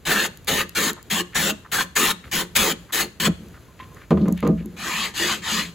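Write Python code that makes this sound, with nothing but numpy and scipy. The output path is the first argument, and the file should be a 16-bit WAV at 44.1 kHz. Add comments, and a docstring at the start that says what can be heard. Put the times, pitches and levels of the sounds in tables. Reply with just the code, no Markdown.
"""Under faint night air throughout, eleven hard rasping strokes are heard: a board sanded on a wooden crate.
The board is lifted, turned and set down with a hollow clatter; three lighter strokes follow.
Random grain impulses, filtered and shaped by each stroke, make the rasp, drone and fizz; decaying modes
make the clatter, noise bursts the ticks and rustles of the paper.
Trees return a faint scattered echo, and a two-port microphone colours the pair."""
import sys
import numpy as np
from scipy import signal
from scipy.fft import rfft, irfft
from scipy.io import wavfile
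from scipy.ndimage import uniform_filter1d

SR = 44100
rng = np.random.default_rng(int(sys.argv[2]) if len(sys.argv) > 2 else 0)


def store_pcm(level_fs):
    """Save levels as 16-bit WAV."""
    pcm = np.round(np.clip(level_fs, -1, 1) * 32767).astype(np.int16)
    wavfile.write(sys.argv[1], SR, np.atleast_2d(pcm).T)


N = 253134
FREQS = np.fft.rfftfreq(N, 1 / SR)
TIME = np.arange(N) / SR

# Night air spectrum, relative: [f/Hz, level/dB]
AIR_SPECTRUM = [(20, -58), (50, 5), (80, 5.5), (170, 0.5), (260, -4.5), (420, -6), (700, -16), (1500, -17),
                (3000, -22.5), (7000, -27), (16000, -32.5)]
AIR_DB = -46
# Echo from the trees: [f/Hz, t60/s, relative level/dB]
WOODS_DECAY = [(100, 0.35, -19), (300, 0.095, 13), (1500, 0.32, -0.5), (4020, 0.42, -5.5), (7750, 0.41, -8),
               (16000, 0.34, -21)]

# Grit and paper edges snap: [t/s, level/dB before the common tick gain]
PAPER_TICKS = [(0.3733, -29.5), (0.4466, -35), (0.6935, -19.5), (0.9323, -23.5), (1.0283, -27.5),
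               (3.485, -39.5), (3.9464, -38), (4.1063, -30), (4.2838, -26), (4.325, -20), (4.377, -31),
               (4.4049, -29.5), (4.4755, -20), (4.659, -31.5)]
# Hand and paper slide lightly: [t/s, length/s, level/dB before the common rustle gain, centre f/Hz]
PAPER_RUSTLES = [(0.963, 0.032, -36, 910), (0.984, 0.038, -41.5, 1486), (1.323, 0.045, -40, 1795),
                 (1.646, 0.04, -40.5, 1220), (2.232, 0.069, -45, 1830), (2.883, 0.067, -44, 1320),
                 (3.536, 0.067, -46.5, 1210), (3.791, 0.068, -41, 2080), (3.962, 0.065, -45.5, 1440),
                 (4.002, 0.067, -47.5, 1800), (4.189, 0.097, -52.5, 3430), (4.364, 0.11, -43.5, 2380),
                 (4.574, 0.067, -48, 2040)]
# The lifted board rings when fingers catch it: [t/s, level/dB]
BOARD_TAPS = [(3.685, -50), (3.8, -33.5), (3.918, -46.5)]

# Modes of the board lying on the crate: [f/Hz, level/dB for a hard contact, t60/s when free to ring]
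CRATE_MODES = [(56.5, -24, 0.76), (81.1, -14, 0.38), (169.3, -5, 0.38), (179.2, -2, 0.37),
               (212.4, 10, 0.12), (267.7, -1.5, 0.09), (290, -3, 0.14), (355.6, -4.5, 0.16),
               (441.6, -8, 0.18), (470, -2, 0.094), (549.3, -7, 0.16), (581.5, -10, 0.089),
               (644, -15, 0.19), (787, -16.5, 0.13), (957, -20, 0.14), (1046, -4.5, 0.063),
               (1106, -9.5, 0.076), (1202, -6, 0.079), (1430, -14, 0.053)]
# The board bumps the crate: [t/s, level/dB re the crate response, contact corner f/Hz, ring time factor]
CRATE_KNOCKS = [(3.272, -8.5, 750, 0.44), (3.295, -7, 190, 0.3), (4.107, -7.5, 1160, 0.78),
                (4.119, -8.5, 544, 1), (4.133, -18, 223, 0.69), (4.173, -16.5, 1000, 0.46),
                (4.2, -20, 300, 0.77), (4.256, -18, 800, 0.51), (4.279, -17.5, 865, 0.94),
                (4.316, -21, 400, 0.33), (4.427, -13.5, 1080, 1), (4.448, -19, 1290, 1),
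                (4.467, -16.5, 1370, 0.93), (4.486, -8.5, 397, 0.74), (4.517, -16, 233, 0.95),
                (4.601, -24.5, 300, 0.7), (4.652, -39, 245, 0.61)]
# The board drags and judders on the crate: [t/s, length/s, level/dB before the common drag gain, sag/dB]
CRATE_DRAGS = [(3.364, 0.094, -35, 1), (4.107, 0.21, -14.5, 7), (4.436, 0.083, -9.5, 6.5),
               (4.625, 0.021, -20, -1), (4.696, 0.083, -35.5, -6)]
DRAG_RISE_S, DRAG_FALL_S = 0.017, 0.0088

# Strokes: [t/s, length/s, rise/s, release time constant/s, rasp level/dB, rasp sag over the stroke/dB,
#           drone level/dB, hollow upper drone re drone/dB, fizz re rasp/dB], before the gains of sanding()
HARD_STROKE_TABLE = [ (0.052, 0.21, 0.024, 0.0086, -22.8, -0.5, -30.5, 2, -11),
                     (0.472, 0.14, .016, 0.013, -22, -1.5, -28.5, 2.5, -11.5),
                     (0.750, 0.15, .024, 0.0076, -22, 3, -29, -3.5, -8),
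                     (1.100, 0.11, 0.017, 0.0077, -23, 3, -30.5, -3.5, -9.5),
                     (1.347, 0.16, 0.017, .008, -23, 0, -25, -5.5, -7.5),
                     (1.716, 0.11, 0.015, 0.011, -24.5, 3.5, -30.5, -4.5, -7.5),
                     (1.954, 0.16, 0.018, .008, -21.5, 1, -31.5, 0.5, -6.5),
                     (2.314, .100, 0.025, .014, -22, 1.5, -26, -8, -8),
                     (2.552, 0.17, 0.013, 0.0062, -21, 5, -28.5, 6, -8.5),
                     (2.923, 0.098, 0.02, 0.016, -23, 0, -30.5, 6, -6),
                     (3.199, 0.076, 0.0032, 0.0073, -25, 1, -26, -5.5, -8), ]
LIGHT_STROKE_TABLE = [ (4.766, 0.29, 0.1, 0.025, -27.5, -2.5, -39, -13, -8.5),
                      (5.139, 0.19, 0.055, 0.027, -26, -1.5, -32, 0, -3),
                      (5.420, 0.18, 0.072, 0.035, -27, -4, -38.5, 5, -4), ]
# Grit digs in and the rasp surges: [t/s, half width to 1/e/s, peak rasp gain/dB, peak fizz gain/dB]
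GRIT_CATCHES = [(.119, 0.012, 5.5, 2), (.488, 0.011, 2.5, 5), (1.122, .009, 0, 0.5),
                (1.365, 0.013, 3.5, 1.5), (1.808, 0.013, 5.5, 1), (1.968, 0.0079, 6, 1.5),
                (2.05, .012, 1.5, 4), (2.564, 0.011, 6, 7.5), (3.009, .009, 3.5, 4),
                (3.261, .016, 9.5, 3.5)]
# Relative spectra of the grit cutting wood, rasp and fizz: [f/Hz, level/dB]
HARD_RASP_SPECTRUM = [(150, -18), (350, -37), (600, -22), (760, -6.5), (1020, -5.5), (1300, -4),
                      (1500, -1.5), (1780, -0.5), (2150, -4), (3200, -4), (4300, -9), (5600, -15.5),
                      (8000, -20.5), (16000, -41.5)]
LIGHT_RASP_SPECTRUM = [(200, -32), (600, -12), (850, -4.5), (1150, 1.5), (1400, -2.5), (1750, 2),
                       (2200, -0.5), (3300, -2), (4300, -15.5), (5600, -14), (8000, -11.5), (16000, -27.5)]
HARD_FIZZ_SPECTRUM = [(1500, -50), (4000, -9), (6400, 0), (8000, 3), (12000, -4.5), (16000, 0.5)]
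LIGHT_FIZZ_SPECTRUM = [(1500, -14.5), (4000, 5.5), (6400, -4.5), (8000, -5.5), (12000, -19.5), (16000, -13)]
# Chatter of the paper as a stroke starts, relative spectrum: [f/Hz, level/dB]
BITE_SPECTRUM = [(700, -78), (1200, -31), (1450, -5), (1650, 7.5), (2000, -4), (4000, 2.5), (8000, -40)]
# Dull body of the board under the rubbing hand, relative spectrum: [f/Hz, level/dB]
BODY_SPECTRUM = [(100, -16.5), (170, -7), (230, -4.5), (330, 0.5), (450, -0.5), (570, -4), (720, -19),
                 (1200, -34.5)]
# Bending modes of the board: [f/Hz, width/Hz, lift/dB before summing and the ceiling]
BOARD_MODES = [(1052, 18, 7.5), (1229, 39, 8), (1774, 53, 5.5), (2170, 52, -1), (2410, 31, -5.5),
               (2560, 26, 0), (2624, 12, -4), (3090, 44, 1.5), (4270, 55, 12.5)]
FIZZ_SAG_DB = 2  # extra fall of the fizz over a stroke as dust fills the grit
DRONE_ENDS_DB, DRONE_SKEW = -5, 0.62  # the drone follows the hand's speed: one arch, leaning early
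HOLLOW_HZ = 456  # the hollow part of the drone lies above this

# Microphone pair: [f/Hz, left-right likeness/0-1, left lead/half turns]
PORT_PAIR = [(150, .99, 0), (600, .86, 0), (4200, .88, 0), (5200, .25, -.5), (5900, .5, -.1),
             (6500, .98, 0), (7500, .99, 0), (8000, .55, -.5), (8500, .98, -1), (9500, .99, -1),
             (10050, .5, -1.5), (10600, .99, -2), (11600, .99, -2), (12300, .5, -2.6), (12900, .98, -3),
             (13800, .98, -3), (14200, .3, -3.5), (14700, .99, -4)]
# Port balance: [f/Hz, left minus right level/dB]
PORT_BALANCE = [(120, 0.6), (280, 0), (550, -3.5), (1000, -1), (2000, 0.6), (4400, 5), (6000, 3.5),
                (7200, 5), (16000, 0)]
# Colour of the microphones: [f/Hz, level/dB]
MIC_COLOUR = [(4200, -1), (5200, -4), (5900, -4.5), (6500, 2), (8500, -3.5), (9600, 1.5), (10700, -1),
              (12300, 5.5), (13700, -1), (14700, 0), (15800, -4.5)]
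EDGE_HZ = 15900  # upper band limit


def amp(db):
    """Decibel law: level in dB to amplitude gain."""
    return 10 ** (np.asarray(db) / 20)


def unit(x):
    """Normalisation: scales to rms 1."""
    return x / np.sqrt(np.mean(x ** 2) + 1e-20)


def read(table, hz, axis=1):
    """Interpolation: joins one table column by lines on a log-frequency axis."""
    columns = np.transpose(table)
    return np.interp(np.log(hz + 1), np.log(columns[0] + 1), columns[axis])


def add(mix, s, sound):
    """Superposition: adds a sound to the mix at time s."""
    part = mix[max(round(s * SR), 0):][:len(sound)]
    part += sound[:len(part)]


def colour(x, spectrum):
    """Linear filtering: weights x by a spectrum, then scales to rms 1."""
    return unit(irfft(rfft(x) * amp(read(spectrum, FREQS)), N))


def band_noise(size, lo_hz, hi_hz):
    """Band-limited noise: soft band edges, rms 1."""
    sos = signal.butter(2, [lo_hz, min(hi_hz, SR / 2 - 1000)], "band", fs=SR, output="sos")
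    return unit(signal.sosfilt(sos, rng.standard_normal(size)))


def wander(rate_hz):
    """Slow random modulation: low-passed noise, rms 1."""
    return unit(irfft(rfft(rng.standard_normal(N)) / (1 + (FREQS / rate_hz) ** 4), N))


def night_air(apart_db=-12):
    """Partly coherent noise: a low, faintly swelling wash of distant noise, mostly shared by both ports."""
    shared = colour(rng.standard_normal(N), AIR_SPECTRUM)
    apart = colour(rng.standard_normal(N), AIR_SPECTRUM)
    swell_db = 1.2 * wander(8)
    return amp(AIR_DB + swell_db) * (shared + amp(apart_db) * np.array([apart, -apart]))


def woods(x, wet_db):
    """Multiple scattering: sparse echoes from trunks and ground, each band with its own decay time."""
    echoes = rng.choice([-1., 1.], (2, SR)) * (rng.random((2, SR)) < 2500 / SR)
    echoes = echoes * (TIME[:SR] > .012)  # nothing returns in the first 12 ms
    hz, t, bands = signal.stft(echoes, SR, nperseg=256)
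    t60 = read(WOODS_DECAY, hz)[:, None]
    fade_db = read(WOODS_DECAY, hz, axis=2)[:, None] - 60 * t / t60
    tail = signal.istft(bands * amp(fade_db), SR, nperseg=256)[1]
    tail = tail / np.linalg.norm(tail[0])
    return amp(wet_db) * signal.fftconvolve(x[None], tail, axes=1)[:, :N]


def board(x, ceiling_db=4.5):
    """Resonance: bending modes shape x gently; the pressing hand keeps them weak."""
    lift_db = sum(db / (1 + (2 * (FREQS - hz) / width) ** 2) for hz, width, db in BOARD_MODES)
    return irfft(rfft(x) * amp(np.minimum(lift_db, ceiling_db)), N)


def paper(tick_db=-3, tick_s=0.00096, rustle_db=2, scuff_db=4.0, soft_s=0.0074):
    """Impulsive and frictional noise: sharp ticks, and soft uneven scuffs as the hand shifts its grip."""
    ticks, scuffs, t = np.zeros(N), np.zeros(N), TIME[:SR // 5]
    for s, db in PAPER_TICKS:
        snap = band_noise(len(t), 4100, 16400) * np.exp(-t / tick_s)
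        add(ticks, s, amp(db + tick_db) * snap)
    for s, length, db, hz in PAPER_RUSTLES:
        octave = band_noise(len(t), hz / np.sqrt(2), hz * np.sqrt(2))
        fade = np.clip(1 - t / length, 0, 1) * (1 - np.exp(-t / soft_s))
        add(scuffs, s, amp(db + rustle_db) * octave * fade)
    unevenness = unit(amp(scuff_db * wander(150)))
    return ticks + board(scuffs) * unevenness


def taps(ring_hz=1030, partner_hz=1066, partner_db=-7, t60=0.22):
    """Free vibration and beating: held in the air, the board rings with a close pair of bending modes."""
    out, t = np.zeros(N), TIME[:SR // 2]
    pair = np.sin(2 * np.pi * ring_hz * t) + amp(partner_db) * np.sin(2 * np.pi * partner_hz * t)
    for s, db in BOARD_TAPS:
        add(out, s, amp(db - 60 * t / t60) * pair)
    return out


def crate(corner_hz, ring=1, thud_db=-17, thud_s=0.012, build_s=0.012):
    """Modal impulse response: clear modes over a dense thud; soft contacts reach only the low modes."""
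    t = TIME[:SR // 2]
    thud = band_noise(len(t), 246, max(1.76 * corner_hz, 340))
    out = thud * amp(thud_db) * np.exp(-t / thud_s)
    for hz, db, t60 in CRATE_MODES:
        build = 1 - np.exp(-t * hz / (200 * build_s))  # build_s holds at 200 Hz; low modes take longer
        contact = 1 / np.hypot(1, (hz / corner_hz) ** 2)
        decay = amp(db - 60 * t / (t60 * ring))
        out += decay * build * contact * np.sin(2 * np.pi * hz * t)
    return out


def shake(force, corner_hz):
    """Convolution: the crate drones as a rubbing force drives its impulse response."""
    response = crate(corner_hz)
    return signal.oaconvolve(force, response / np.linalg.norm(response))[:N]


def grit(per_s, spread_db):
    """Shot noise: single grains tear fibres as random clicks, many small, a few large."""
    size = amp(spread_db * np.minimum(rng.exponential(1, N), 4))
    struck = rng.random(N) < per_s / SR
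    return unit(size * rng.choice([-1, 1], N) * struck)


def rub(start, length, rise_s, fall_s, sag_db, grip=0):
    """Friction envelope: a share grips at once, the rest builds; it sags and dies as the hand stops."""
    t = TIME - start
    hold = (t >= 0) * np.clip(grip + (1 - grip) * t / rise_s, 0, 1)
    sag = amp(sag_db * (.5 - np.clip(t / length, 0, 1)))
    return hold * sag * np.exp(-np.maximum(t - length, 0) / fall_s)


def clatter(drag_db=-4, drag_corner_hz=330):
    """Impact and friction excitation: the board rocks and drags to rest on the crate."""
    drag = sum(amp(db) * rub(s, length, DRAG_RISE_S, DRAG_FALL_S, sag_db)
               for s, length, db, sag_db in CRATE_DRAGS)
    out = shake(amp(drag_db) * drag * grit(900, spread_db=0.5), drag_corner_hz)
    for s, db, corner_hz, ring in CRATE_KNOCKS:
        add(out, s, amp(db) * crate(corner_hz, ring))
    return out


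def travel(x, patchy_db):
    """Moving-point excitation: the hand drives some board modes and damps others, in passing bright patches."""
    z = signal.stft(x, SR, nperseg=1024, noverlap=768)[2]
    patches = rng.standard_normal(z.shape[::-1]).T
    for _ in range(2):
        patches = uniform_filter1d(patches, size=4, axis=0)  # over frequency
        patches = uniform_filter1d(patches, size=8, axis=1)  # over time
    return signal.istft(z * amp(patchy_db * unit(patches)), SR, nperseg=1024, noverlap=768)[1][:N]


def effort(strokes, grip, fizz_grip, bite_s):
    """Amplitude modulation: stroke levels of rasp, drone, its hollow part, fizz and opening chatter."""
    rasp, drone, hollow, fizz, fresh = np.zeros((5, N))
    for start, length, rise_s, fall_s, rasp_db, sag_db, drone_db, hollow_db, fizz_db in strokes:
        way = np.clip((TIME - start) / (length + fall_s), 0, 1)
        speed = np.sin(np.pi * way ** DRONE_SKEW)
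        push = amp(drone_db + DRONE_ENDS_DB * (1 - speed)) * rub(start, length + fall_s, rise_s, fall_s, 0)
        drone += push
        hollow += amp(hollow_db) * push
        rasp += amp(rasp_db) * rub(start, length, rise_s, fall_s, sag_db, grip)
        fizz += amp(rasp_db + fizz_db) * rub(start, length, rise_s, fall_s, sag_db + FIZZ_SAG_DB, fizz_grip)
        add(fresh, start, np.exp(-TIME / bite_s))
    for s, width, rasp_db, fizz_db in GRIT_CATCHES:
        surge = np.exp(-((TIME - s) / width) ** 2)
        rasp = rasp * amp(rasp_db * surge)
        fizz = fizz * amp(fizz_db * surge)
    return rasp, drone, hollow, fizz, fresh


def ports(direct, scattered):
    """Coherence: mixes two unrelated noises into a pair as alike as the microphone ports hear it."""
    likeness = read(PORT_PAIR, FREQS)
    shared = np.sqrt((1 + likeness) / 2) * rfft(direct)
    apart = np.sqrt((1 - likeness) / 2) * rfft(scattered)
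    return irfft(np.array([shared + apart, shared - apart]), N)


def sanding(strokes, rasp, fizz, grip, fizz_grip, fizz_db, ring_db, body_db, bite_db, corner_hz,
            judder_db, spread_db, patchy_db, bite_s=0.021):
    """Frictional excitation: grains catch in clumps, rasp in the board, shake the crate and fizz."""
    rasp_level, drone_level, hollow_level, fizz_level, fresh = effort(strokes, grip, fizz_grip, bite_s)
    clumps, sides = amp(judder_db * wander(200)), []
    for _ in range(2):
        grains = unit(travel(grit(14000, spread_db) * clumps, patchy_db))
        # while the hand is still slow the paper chatters in a narrow band
        chatter = amp(bite_db) * fresh * colour(grains, BITE_SPECTRUM)
        scrape = colour(board(grains), rasp) + chatter
        body = colour(grains, BODY_SPECTRUM)
        deep = irfft(rfft(body) / (1 + (FREQS / HOLLOW_HZ) ** 8), N)
        push = drone_level * deep + hollow_level * (body - deep)
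        drone = amp(body_db) * push + amp(ring_db) * shake(push, corner_hz)
        hiss = amp(fizz_db) * fizz_level * colour(grains, fizz)
        sides.append(rasp_level * scrape + drone + hiss)
    return ports(*sides)


def scene():
    """Superposition: all the work happens at one spot on the crate, amid night air and echo."""
    hard = sanding(HARD_STROKE_TABLE, HARD_RASP_SPECTRUM, HARD_FIZZ_SPECTRUM, grip=0.12, fizz_grip=0.31,
                   fizz_db=5.5, ring_db=-14.5, body_db=-2.5, bite_db=-5.5, corner_hz=764,
                   judder_db=0.48, spread_db=2.5, patchy_db=3.5)
    light = sanding(LIGHT_STROKE_TABLE, LIGHT_RASP_SPECTRUM, LIGHT_FIZZ_SPECTRUM, grip=0.15, fizz_grip=0.067,
                    fizz_db=2.0, ring_db=-7.5, body_db=-19, bite_db=-29, corner_hz=275,
                    judder_db=-0.5, spread_db=1.0, patchy_db=3.5)
    work = hard + light + clatter() + taps() + paper()
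    return work + night_air() + woods(work.mean(0), wet_db=-20.5)


def record(dry):
    """Transfer function: the ports colour the sound and turn the treble's phase apart; a low-pass follows."""
    side = np.array([[.5], [-.5]])
    response = amp(read(MIC_COLOUR, FREQS) + side * read(PORT_BALANCE, FREQS)).astype(complex)
    response[1] *= np.exp(-1j * np.pi * read(PORT_PAIR, FREQS, axis=2))
    heard = irfft(rfft(dry) * response, N)
    low_pass = signal.firwin(511, EDGE_HZ, window=("kaiser", 9), fs=SR)
    return signal.oaconvolve(heard, low_pass[None], "same")


dry = scene()
out = record(dry)
store_pcm(out)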